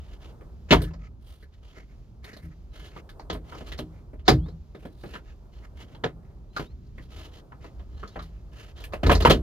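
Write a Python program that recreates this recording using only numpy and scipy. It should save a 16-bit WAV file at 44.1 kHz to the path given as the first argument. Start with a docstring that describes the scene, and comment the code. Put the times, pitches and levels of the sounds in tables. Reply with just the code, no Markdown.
"""Inside a parked car with the door open, gloved hands pull a plastic trim panel off its clips.
Each snap of a clip or knock of the panel is an impulse that rings the trim's damped resonances;
hard pulls set the low modes of the body shell booming. Gloves and sleeves rub on the plastic,
making friction noise. Far traffic rumbles and a bird whistles outside. The two ports of a stereo
microphone hear the bass alike and the treble differently."""
import sys
import numpy as np
from scipy import signal
from scipy.fft import rfft, irfft, next_fast_len
from scipy.io import wavfile
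from scipy.ndimage import map_coordinates

SR = 44100
rng = np.random.default_rng(int(sys.argv[2]) if len(sys.argv) > 2 else 0)


def to_wav(s):
    """Save 16-bit WAV."""
    ch = np.atleast_2d(s).T  # columns
    pcm = np.round(np.clip(ch, -1, 1) * 32767)  # PCM
    wavfile.write(sys.argv[1], SR, pcm.astype(np.int16))


N = 415422

# Resonances of the plastic trim. Each row: centre in Hz, nominal width in Hz, lift in dB.
TRIM_MODES = [(306.9, 80, 2), (432, 44, 6), (628, 34, 6), (743, 45, 4.5), (1010, 89, 5.5), (1265, 33, 7),
              (1720.5, 11, 10), (2080, 170, 3), (2983, 110, 3), (3190, 87, 1), (4250, 250, 2),
              (5100, 220, 1.5)]
# Top treble of snaps and strokes. Each row: frequency in Hz, relative spectral density in dB.
SIZZLE_SPECTRUM = [(6500, -41), (8300, 0.5), (12000, 0), (15500, -3.5)]


def amp(db):
    """The decibel scale: the amplitude ratio of a level."""
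    return 10 ** (np.asarray(db) / 20)


def unit(x):
    """Normalisation: x at an rms of 1."""
    return x / np.sqrt(np.mean(x ** 2) + 1e-20)


def along(points, hz):
    """Interpolation of (Hz, value) points on a logarithmic frequency axis."""
    freqs, values = np.transpose(points)
    return np.interp(np.log(hz + 1), np.log(freqs + 1), values)


def curves(rows):
    """Linear interpolation in time: one value per sample for each column after the first."""
    times, *columns = np.transpose(rows)
    return [np.interp(np.arange(N) / SR, times, column) for column in columns]


def wobble(rate):
    """Random modulation: a smooth curve through `rate` Gaussian knots a second."""
    knots = rng.standard_normal(int(N * rate / SR) + 4)
    return map_coordinates(knots, [np.arange(N) * rate / SR])


def filtered(x, response):
    """Linear filtering: the spectrum of x times a frequency response."""
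    size = next_fast_len(x.shape[-1] + 8192)
    return irfft(rfft(x, size) * response(np.fft.rfftfreq(size, 1 / SR)), size)[..., :x.shape[-1]]


def ports(hz):
    """Partial coherence: the right port hears the left's sound phase-shifted, plus scattered sound."""
    # Each row: frequency in Hz, coherence of left and right from 0 to 1.
    coherence = [(60, .999), (150, 0.92), (380, 0.9), (700, 0.78), (1300, 0.66), (3000, 0.82), (6000, 0.38),
                 (12000, 0.53)]
    # Each row: frequency in Hz, level of left over right in dB.
    balance = [(100, -1), (1000, 0), (2400, -1), (5500, -1), (9000, -6), (15000, -5)]
    # Each row: frequency in Hz, phase lead of the left in radians.
    phase_lead = [(40, 0.44), (250, 0.39), (500, 0.88), (700, -0.88), (1300, -1.4), (4000, -1.4)]
    alike = np.clip(along(coherence, hz), 0, 1)
    left, right = amp(along(balance, hz) * [[.5], [-.5]])
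    shared = right * alike * np.exp(-1j * along(phase_lead, hz))
    return np.array([left, shared, right * np.sqrt(1 - alike ** 2)])


def noise(spectrum, resonances=()):
    """Spectral shaping: stereo noise of rms 1 as the two ports hear it, lifted at resonances."""
    bands = next_fast_len(N // 16 + SR // 60)
    hz = np.linspace(0, SR / 2, bands)
    lift_db = sum(db / (1 + ((hz - centre) / (0.91 * width)) ** 2) for centre, width, db in resonances)
    left, shared, own = np.repeat(amp(along(spectrum, hz) + lift_db) * ports(hz), 8, axis=1)
    common, scattered = rng.standard_normal((2, 8 * bands)) + 1j * rng.standard_normal((2, 8 * bands))
    return unit(irfft(np.array([left * common, shared * common + own * scattered]), 16 * bands))


def bandpass(x, hz, q):
    """A second-order resonator passes a band of width hz / q."""
    return signal.lfilter(*signal.iirpeak(hz, q, SR), x)


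def ringing(x, hz, q, scatter=1.3):
    """Forced resonance: x plus a mode at hz and three narrower ones at random pitches around it."""
    out = .45 * x + 2.1 * bandpass(x, hz, q)
    for octaves in rng.uniform(-.9, .45, size=3):
        out += scatter * bandpass(x, hz * 2 ** octaves, q=16)
    return out


def traffic():
    """Ambient noise: the rumble and drone of far roads and the outdoor hush, each wavering slowly."""
    # Each row: time in seconds, base levels of rumble and drone in dB.
    road_levels = [(0.0, -43.5, -54), (0.77, -43.5, -49.5), (1.48, -47, -56.5), (4.31, -45, -52),
                   (5.24, -47, -54), (7.87, -46.5, -51), (9.0, -43.5, -57)]
    # Three spectra. Each row: frequency in Hz, relative spectral density in dB.
    rumble_spectrum = [(12, -46.5), (20, -21), (35, -2.5), (54, 2.5), (71, -0.5), (97, -12.5), (130, -14.5),
                       (170, -39), (290, -120)]
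    drone_spectrum = [(59, -36), (100, 10.5), (232, 0.5), (313, -9), (377, -5.5), (420, -11.5),
                      (550, -37.5), (920, -120)]
    hush_spectrum = [(900, -21.5), (1500, -1), (5000, -2.5), (7200, -8), (8300, -26), (12000, -14),
                     (15500, -22)]
    rumble_db, drone_db = curves(road_levels)
    rumble = amp(rumble_db + 1 + 2.0 * wobble(4.5)) * noise(rumble_spectrum)[:, :N]
    hush = amp(-75.5 + 2.5 * wobble(4)) * noise(hush_spectrum)[:, :N]
    drone = amp(drone_db - 0.5 + 1.5 * wobble(3.6)) * noise(drone_spectrum)[:, :N]
    return rumble + hush + drone


def bird():
    """Frequency and amplitude modulation: a repeated call of fluttering glides, nearer the left port."""
    # Each row: start in seconds, base level in dB.
    calls = [(2.7, -73), (4.3, -68), (6.5, -68), (7.94, -67)]
    # Overlapping notes of a call. Each row: delay and length in seconds, start and end pitch in Hz,
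    # exponent of the glide, relative level in dB.
    notes = [(0, 0.11, 3896, 4500, 1, -2), (0.06, .17, 2850, 4480, 1.5, 2), (.125, .05, 4000, 4500, 1, -6)]
    out, flutter = np.zeros(N), 3.2 * wobble(70)
    for start, call_db in calls:
        for delay, length, start_hz, end_hz, bend, note_db in notes:
            at, count = round((start + delay) * SR), round(length * SR)
            glide = np.linspace(0, 1, count) ** bend
            hz = start_hz + (end_hz - start_hz) * glide + 14 * flutter[at - 900:][:count]
            gain = amp(call_db + note_db + flutter[at:][:count])
            swell = np.abs(np.sin(np.pi * glide)) ** .5
            out[at:][:count] += gain * swell * np.sin(2 * np.pi * np.cumsum(hz) / SR)
    return out * amp([[.7], [-.7]])


def rubbing():
    """Sliding friction: gloves and cloth drag over the panel in grainy swells, above a dull scrape."""
    # Each row: start and length in seconds, base level in dB, relative fizz in dB, pitch in Hz.
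    strokes = [(-.03, 0.22, -60, -17, 3020), (0.186, 0.15, -58, -18, 2970),
               (.685, .035, -48.5, -25.5, 2584), (0.725, 0.19, -54.5, -16, 1760),
               (0.987, .11, -62, -32, 2220), (1.189, 0.27, -62.5, -5.5, 3300),
               (1.515, 0.091, -70, -20, 3130), (1.616, 0.15, -60.5, -17, 3140),
               (1.72, 0.14, -59, -23, 2150), (1.875, 0.087, -66, -20, 2210), (2.221, 0.12, -53, -15, 2200),
               (2.312, 0.2, -66.5, -7, 2100), (2.499, 0.045, -67, -26, 1880),
               (2.714, 0.22, -52.5, -14.5, 3120), (2.907, 0.11, -56.5, -19, 2560),
               (3.437, .23, -52.5, -17, 3000), (3.775, 0.035, -46, -14, 4500),
               (3.647, 0.079, -52, -14, 3060), (3.898, .13, -70.5, -21, 2180),
               (4.249, 0.057, -46, -29.5, 4053), (4.784, .07, -62, -9, 2600),
               (4.855, 0.37, -66.5, -7, 3700), (5.065, 0.14, -54.5, -15.5, 2680),
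               (5.239, 0.11, -58, -24, 2650), (5.512, 0.12, -62, -19, 3050),
               (5.611, 0.08, -62.5, -18, 2000), (5.753, 0.11, -55, -17, 3060),
               (5.848, 0.12, -63.5, -18, 3020), (6.199, .2, -75.5, -15, 1990),
               (6.522, .16, -52.5, -13.5, 3000), (6.689, 0.045, -72, -21, 2430),
               (6.842, 0.05, -74, -14, 4510), (6.946, 0.14, -63.5, -12, 3340),
               (7.083, 0.23, -51, -15, 3100), (7.307, 0.12, -55, -15.5, 3270),
               (7.601, 0.11, -61.5, -21, 2500), (7.868, .39, -63, -19.5, 3130),
               (8.16, 0.15, -59, -14, 3100), (8.293, 0.131, -73, -15, 2550),
               (8.513, 0.22, -51.5, -15.5, 2800), (8.748, 0.14, -52, -19, 3240)]
    # Course of the continuous scrape. Each row: time in seconds, level in dB.
    drag_levels = [(0, -61), (.33, -55), (.67, -61.5), (1.28, -68), (2.58, -65.5), (3.27, -55), (3.4, -62),
                   (3.51, -52.5), (4.23, -65.5), (4.42, -57), (4.6, -64.5), (6.02, -58.5), (6.12, -60),
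                   (6.88, -67), (7.26, -57), (8.56, -63.5), (9, -53.5)]
    # Two friction spectra. Each row: frequency in Hz, relative spectral density in dB.
    rustle_spectrum = [(800, -27), (1300, 2.5), (2100, -5), (3200, -9.5), (4500, -7), (7200, -8),
                       (8200, -37.5)]
    scrape_spectrum = [(150, -31.5), (300, 1.5), (600, -3.5), (1300, -12.5), (2400, -37.5)]
    out = amp(curves(drag_levels)[0] + 1.1 * wobble(15)) * noise(scrape_spectrum)[:, :N]
    grain = amp(2.5 * wobble(150) + 2.5 * wobble(28))
    rustle = grain * noise(rustle_spectrum, TRIM_MODES)[:, :N]
    fizz = grain * noise(SIZZLE_SPECTRUM)[:, :N]
    scrape = grain * noise(scrape_spectrum, TRIM_MODES)[:, :N]
    for start, length, level_db, fizz_db, hz in strokes:
        now = np.arange(max(round(start * SR), 0), round((start + length) * SR))
        swell = np.abs(np.sin(np.pi * (now / SR - start) / length)) ** 1.1
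        pitched = ringing(rustle[:, now], hz, q=5.1, scatter=0.53)
        layers = pitched + amp(fizz_db) * fizz[:, now] + amp(-3) * scrape[:, now]
        out[:, now] += amp(level_db) * swell * layers
    return out


def body_shell():
    """Modal superposition: hard pulls set the shell booming, each mode at a new strength and sign."""
    # Each row: frequency in Hz, relative level in dB, 60 dB decay time in seconds.
    shell_modes = [(49.3, -2.5, 0.94), (58, -1.5, 0.41), (78.77, -2.5, 0.77), (115, -6.5, .3),
                   (139.4, -5.5, .3), (164.3, -5.5, 0.52), (246, -8, 0.16), (309.6, -4.5, 0.24),
                   (373, -11, .2)]
    # Each row: start in seconds, drive in dB of the modes below 100 Hz and of those above.
    blows = [(.712, -17, -16), (0.75, -39.5, -17.5), (2.43, -40, -36.5), (2.772, -44, -50),
             (3.305, -37, -43), (3.359, -47, -39), (3.798, -51.5, -31), (4.277, -24, -16.5),
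             (4.317, -20.5, -12.5), (6.041, -47, -30), (7.148, -36.5, -41), (8.164, -36.5, -41),
             (9.033, -19, -19), (9.069, -19, -30.5), (9.098, -22, -33), (9.156, -24, -31.5),
             (9.249, -22.5, -16), (9.301, -31, -22), (9.347, -24, -21)]
    out, t = np.zeros(N + SR), np.arange(SR * 2 // 3) / SR
    hz, level_db, t60 = np.transpose(shell_modes)[:, :, None]
    modes = amp(level_db - 60 * t / t60) * np.sin(2 * np.pi * hz * t) * (1 - np.exp(-t / 0.015))
    count = len(modes)
    for start, deep_db, upper_db in blows:
        strength = amp(2.5 * rng.standard_normal(count)) * rng.choice([-1, 1], count)
        # each mode's ring wavers at random in level, so the boom sounds rough
        knots = rng.standard_normal((count, 30))
        waver_db = 3.5 * np.array([map_coordinates(row, [t * 25]) for row in knots])
        drive = strength * amp(np.where(hz[:, 0] < 100, deep_db, upper_db))
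        out[round(start * SR):][:len(t)] += drive @ (modes * amp(waver_db))
    return out[:N]


def fade(t, t60, rise_s=0.0012, hold_s=0.0046):
    """Damping: a quick rise, a brief hold, then an exponential fall of 60 dB in t60 seconds."""
    return (1 - np.exp(-t / rise_s)) ** 2 * amp(-60 * np.maximum(t - hold_s, 0) / t60)


def trim_panel():
    """Impact excitation: each snap or knock chatters and dies away, the treble first, the thud last."""
    # Each row: start in seconds, base level in dB, relative gains of thud, crack and sizzle in dB,
    # pitches of clack and crack in Hz.
    impacts = [(0.408, -42, -3.5, -33, -37, 550, 2950), (0.707, -11, -4.5, -2.5, -31, 2210, 2950),
               (0.723, -5.5, -11, -19, -30.5, 946, 3200), (0.816, -38.5, 1, -5.5, -3.5, 536, 3900),
               (0.838, -50.5, 0.5, 1, -16, 1540, 3020), (0.906, -49, -4, -16, -42, 784, 2640),
               (0.934, -41, -18, -17.5, -43, 680, 4800), (1.424, -53, -1, -10, -16, 1840, 4100),
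               (1.768, -53.5, 5, -16, -35, 616, 3380), (2.241, -48, -4, -1.5, -9, 1880, 3620),
               (2.33, -44, -1.5, -6.5, -21, 1880, 4440), (2.365, -41, -15, -11.5, -19, 575, 3750),
               (2.961, -37, -4, -18, -31, 910, 3270), (3.09, -47, -18, -4.5, -13, 1590, 3600),
               (3.194, -36.5, -17, -16, -34, 830, 4570), (3.298, -23.5, -7, -10.5, -44, 697, 3320),
               (3.327, -45.5, 1, -3.5, -4.5, 700, 3360), (3.347, -34.5, -3.5, -30, -40, 620, 3450),
               (3.521, -34.5, -12.5, -22, -31, 960, 2970), (3.548, -40.5, -1.5, -17, -36, 750, 4850),
               (3.606, -38, -2.5, -15.5, -33, 675, 2900), (3.717, -36.5, -4, -2.5, -18, 1870, 3200),
               (3.787, -27.5, -7, -12, -22.5, 600, 3090), (4.131, -44, 0, -38, -43, 614, 2900),
               (4.192, -53, -0.5, -9.5, -31, 608, 2500), (4.279, -1.5, -8, -13, -31, 760, 3720),
               (4.459, -47, -1, -18.5, -44.5, 915, 3610), (4.482, -49, 0, -10.5, -39.5, 560, 4140),
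               (4.747, -37, -4.5, -21.5, -40, 568, 3650), (4.825, -47, -6.5, -13, -24, 663, 2550),
               (4.851, -36, -1, -20.5, -29, 603, 3280), (5.035, -33, -3, -29.5, -41, 630, 2610),
               (5.058, -56.5, 4, -0.5, -24, 570, 3260), (5.136, -38.5, -5, -5, -23, 1760, 2650),
               (5.152, -38, -7, -15, -33, 1530, 2680), (5.946, -42.5, -9.5, -12, -31, 910, 3130),
               (6.037, -14.5, -13.5, -19.5, -62, 730, 3250), (6.563, -23.5, -17, -13, -26.5, 1340, 4030),
               (6.593, -31, -0.5, -12.5, -32, 767, 2780), (6.979, -43.5, -1.5, -18, -35, 1930, 2590),
               (7.518, -41.5, -21, -26, -42, 1330, 2690), (7.641, -39.5, -3, -21, -37, 649, 3870),
               (7.793, -43.5, -8.5, -16, -39, 654, 3060), (8.029, -34, -8, -22, -43, 1270, 2650),
               (8.074, -51, -9, -0.5, -14, 596, 4550), (8.157, -26.5, -13.5, -29, -54, 620, 2800),
               (8.19, -35.5, -23, -15, -34, 1270, 3400), (8.221, -53, -7.5, 0.5, -7, 1110, 3920),
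               (8.8, -45.5, -8, -5, -12.5, 680, 3270), (8.837, -43.5, -9, 1, -2.5, 1680, 2430),
               (8.922, -39.5, -12, -14, -27, 1030, 3760), (8.933, -24.5, -12, -16, -29, 523, 2380),
               (9.031, -16.5, -5, -18.5, -44, 575, 2620), (9.063, -19, -3, -12.5, -27, 587, 3870),
               (9.094, -8, -14, -19.5, -40, 740, 2900), (9.113, -13.5, -9, -9, -18, 565, 2540),
               (9.148, -25, -6, -5, -27, 577, 4130), (9.202, -23.5, -7, -9, -20, 590, 3000),
               (9.219, -28.5, -5, -4, -28, 958, 3970), (9.249, -2, -18.5, -19, -32, 935, 2900),
               (9.268, -24, 1, -16, -27, 579, 2580), (9.297, -10, -11, -12, -19.5, 552, 3300),
               (9.305, -12, -5.5, -6.5, -39, 590, 3000)]
    # Three impact spectra. Each row: frequency in Hz, relative spectral density in dB.
    thud_spectrum = [(60, -30.5), (130, 6.5), (240, 3), (400, 0.5), (560, -5), (1100, -42)]
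    clack_spectrum = [(200, -45.5), (450, -3), (700, -6.5), (1500, -1), (2500, -7.5), (5000, -48.5)]
    crack_spectrum = [(1200, -36), (2500, -7.5), (3000, -5.5), (4200, -3.5), (5500, -4.5), (7300, -2.5),
                      (8200, -36.5)]
    out, t = np.zeros((2, N + SR)), np.arange(SR // 4) / SR
    thud_noise = noise(thud_spectrum, TRIM_MODES)
    clack_noise = noise(clack_spectrum, TRIM_MODES)
    crack_noise = noise(crack_spectrum, TRIM_MODES)
    sizzle_noise = noise(SIZZLE_SPECTRUM)
    for start, level_db, thud_db, crack_db, sizzle_db, clack_hz, crack_hz in impacts:
        now = slice(round(start * SR), round(start * SR) + len(t))
        chatter = amp(2.0 * map_coordinates(rng.standard_normal(200), [t * 600]) * np.exp(-t / 0.12))
        # the spot that was struck rings around its own pitches
        clack = amp(-6) * ringing(clack_noise[:, now], clack_hz, q=9.9) * fade(t, t60=0.1196)
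        bright_ring = ringing(crack_noise[:, now], crack_hz, q=4.4, scatter=.9)
        crack = amp(crack_db) * unit(bandpass(bright_ring, crack_hz, q=1.1))
        sizzle = amp(sizzle_db) * sizzle_noise[:, now] * (1 - np.exp(-t / .004))
        treble = (crack + sizzle) * fade(t, t60=0.1092)
        thud = amp(thud_db) * thud_noise[:, now] * fade(t, t60=0.18265)
        out[:, now] += amp(level_db) * (chatter * (clack + treble) + thud)
    return out[:, :N]


def scene():
    """Superposition: the pressures of all sources add."""
    return trim_panel() + body_shell() + rubbing() + traffic() + bird()


def record(dry):
    """Soft saturation rounds the loudest peaks; a low-pass filter limits the band."""
    ceiling, stop_hz, taper_hz = .9, 16000, 500
    rounded = dry / (1 + np.abs(dry / ceiling) ** 4) ** (1 / 4)
    return filtered(rounded, lambda hz: np.clip((stop_hz - hz) / taper_hz, 0, 1) ** 2)


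dry = scene()
out = record(dry)
to_wav(out)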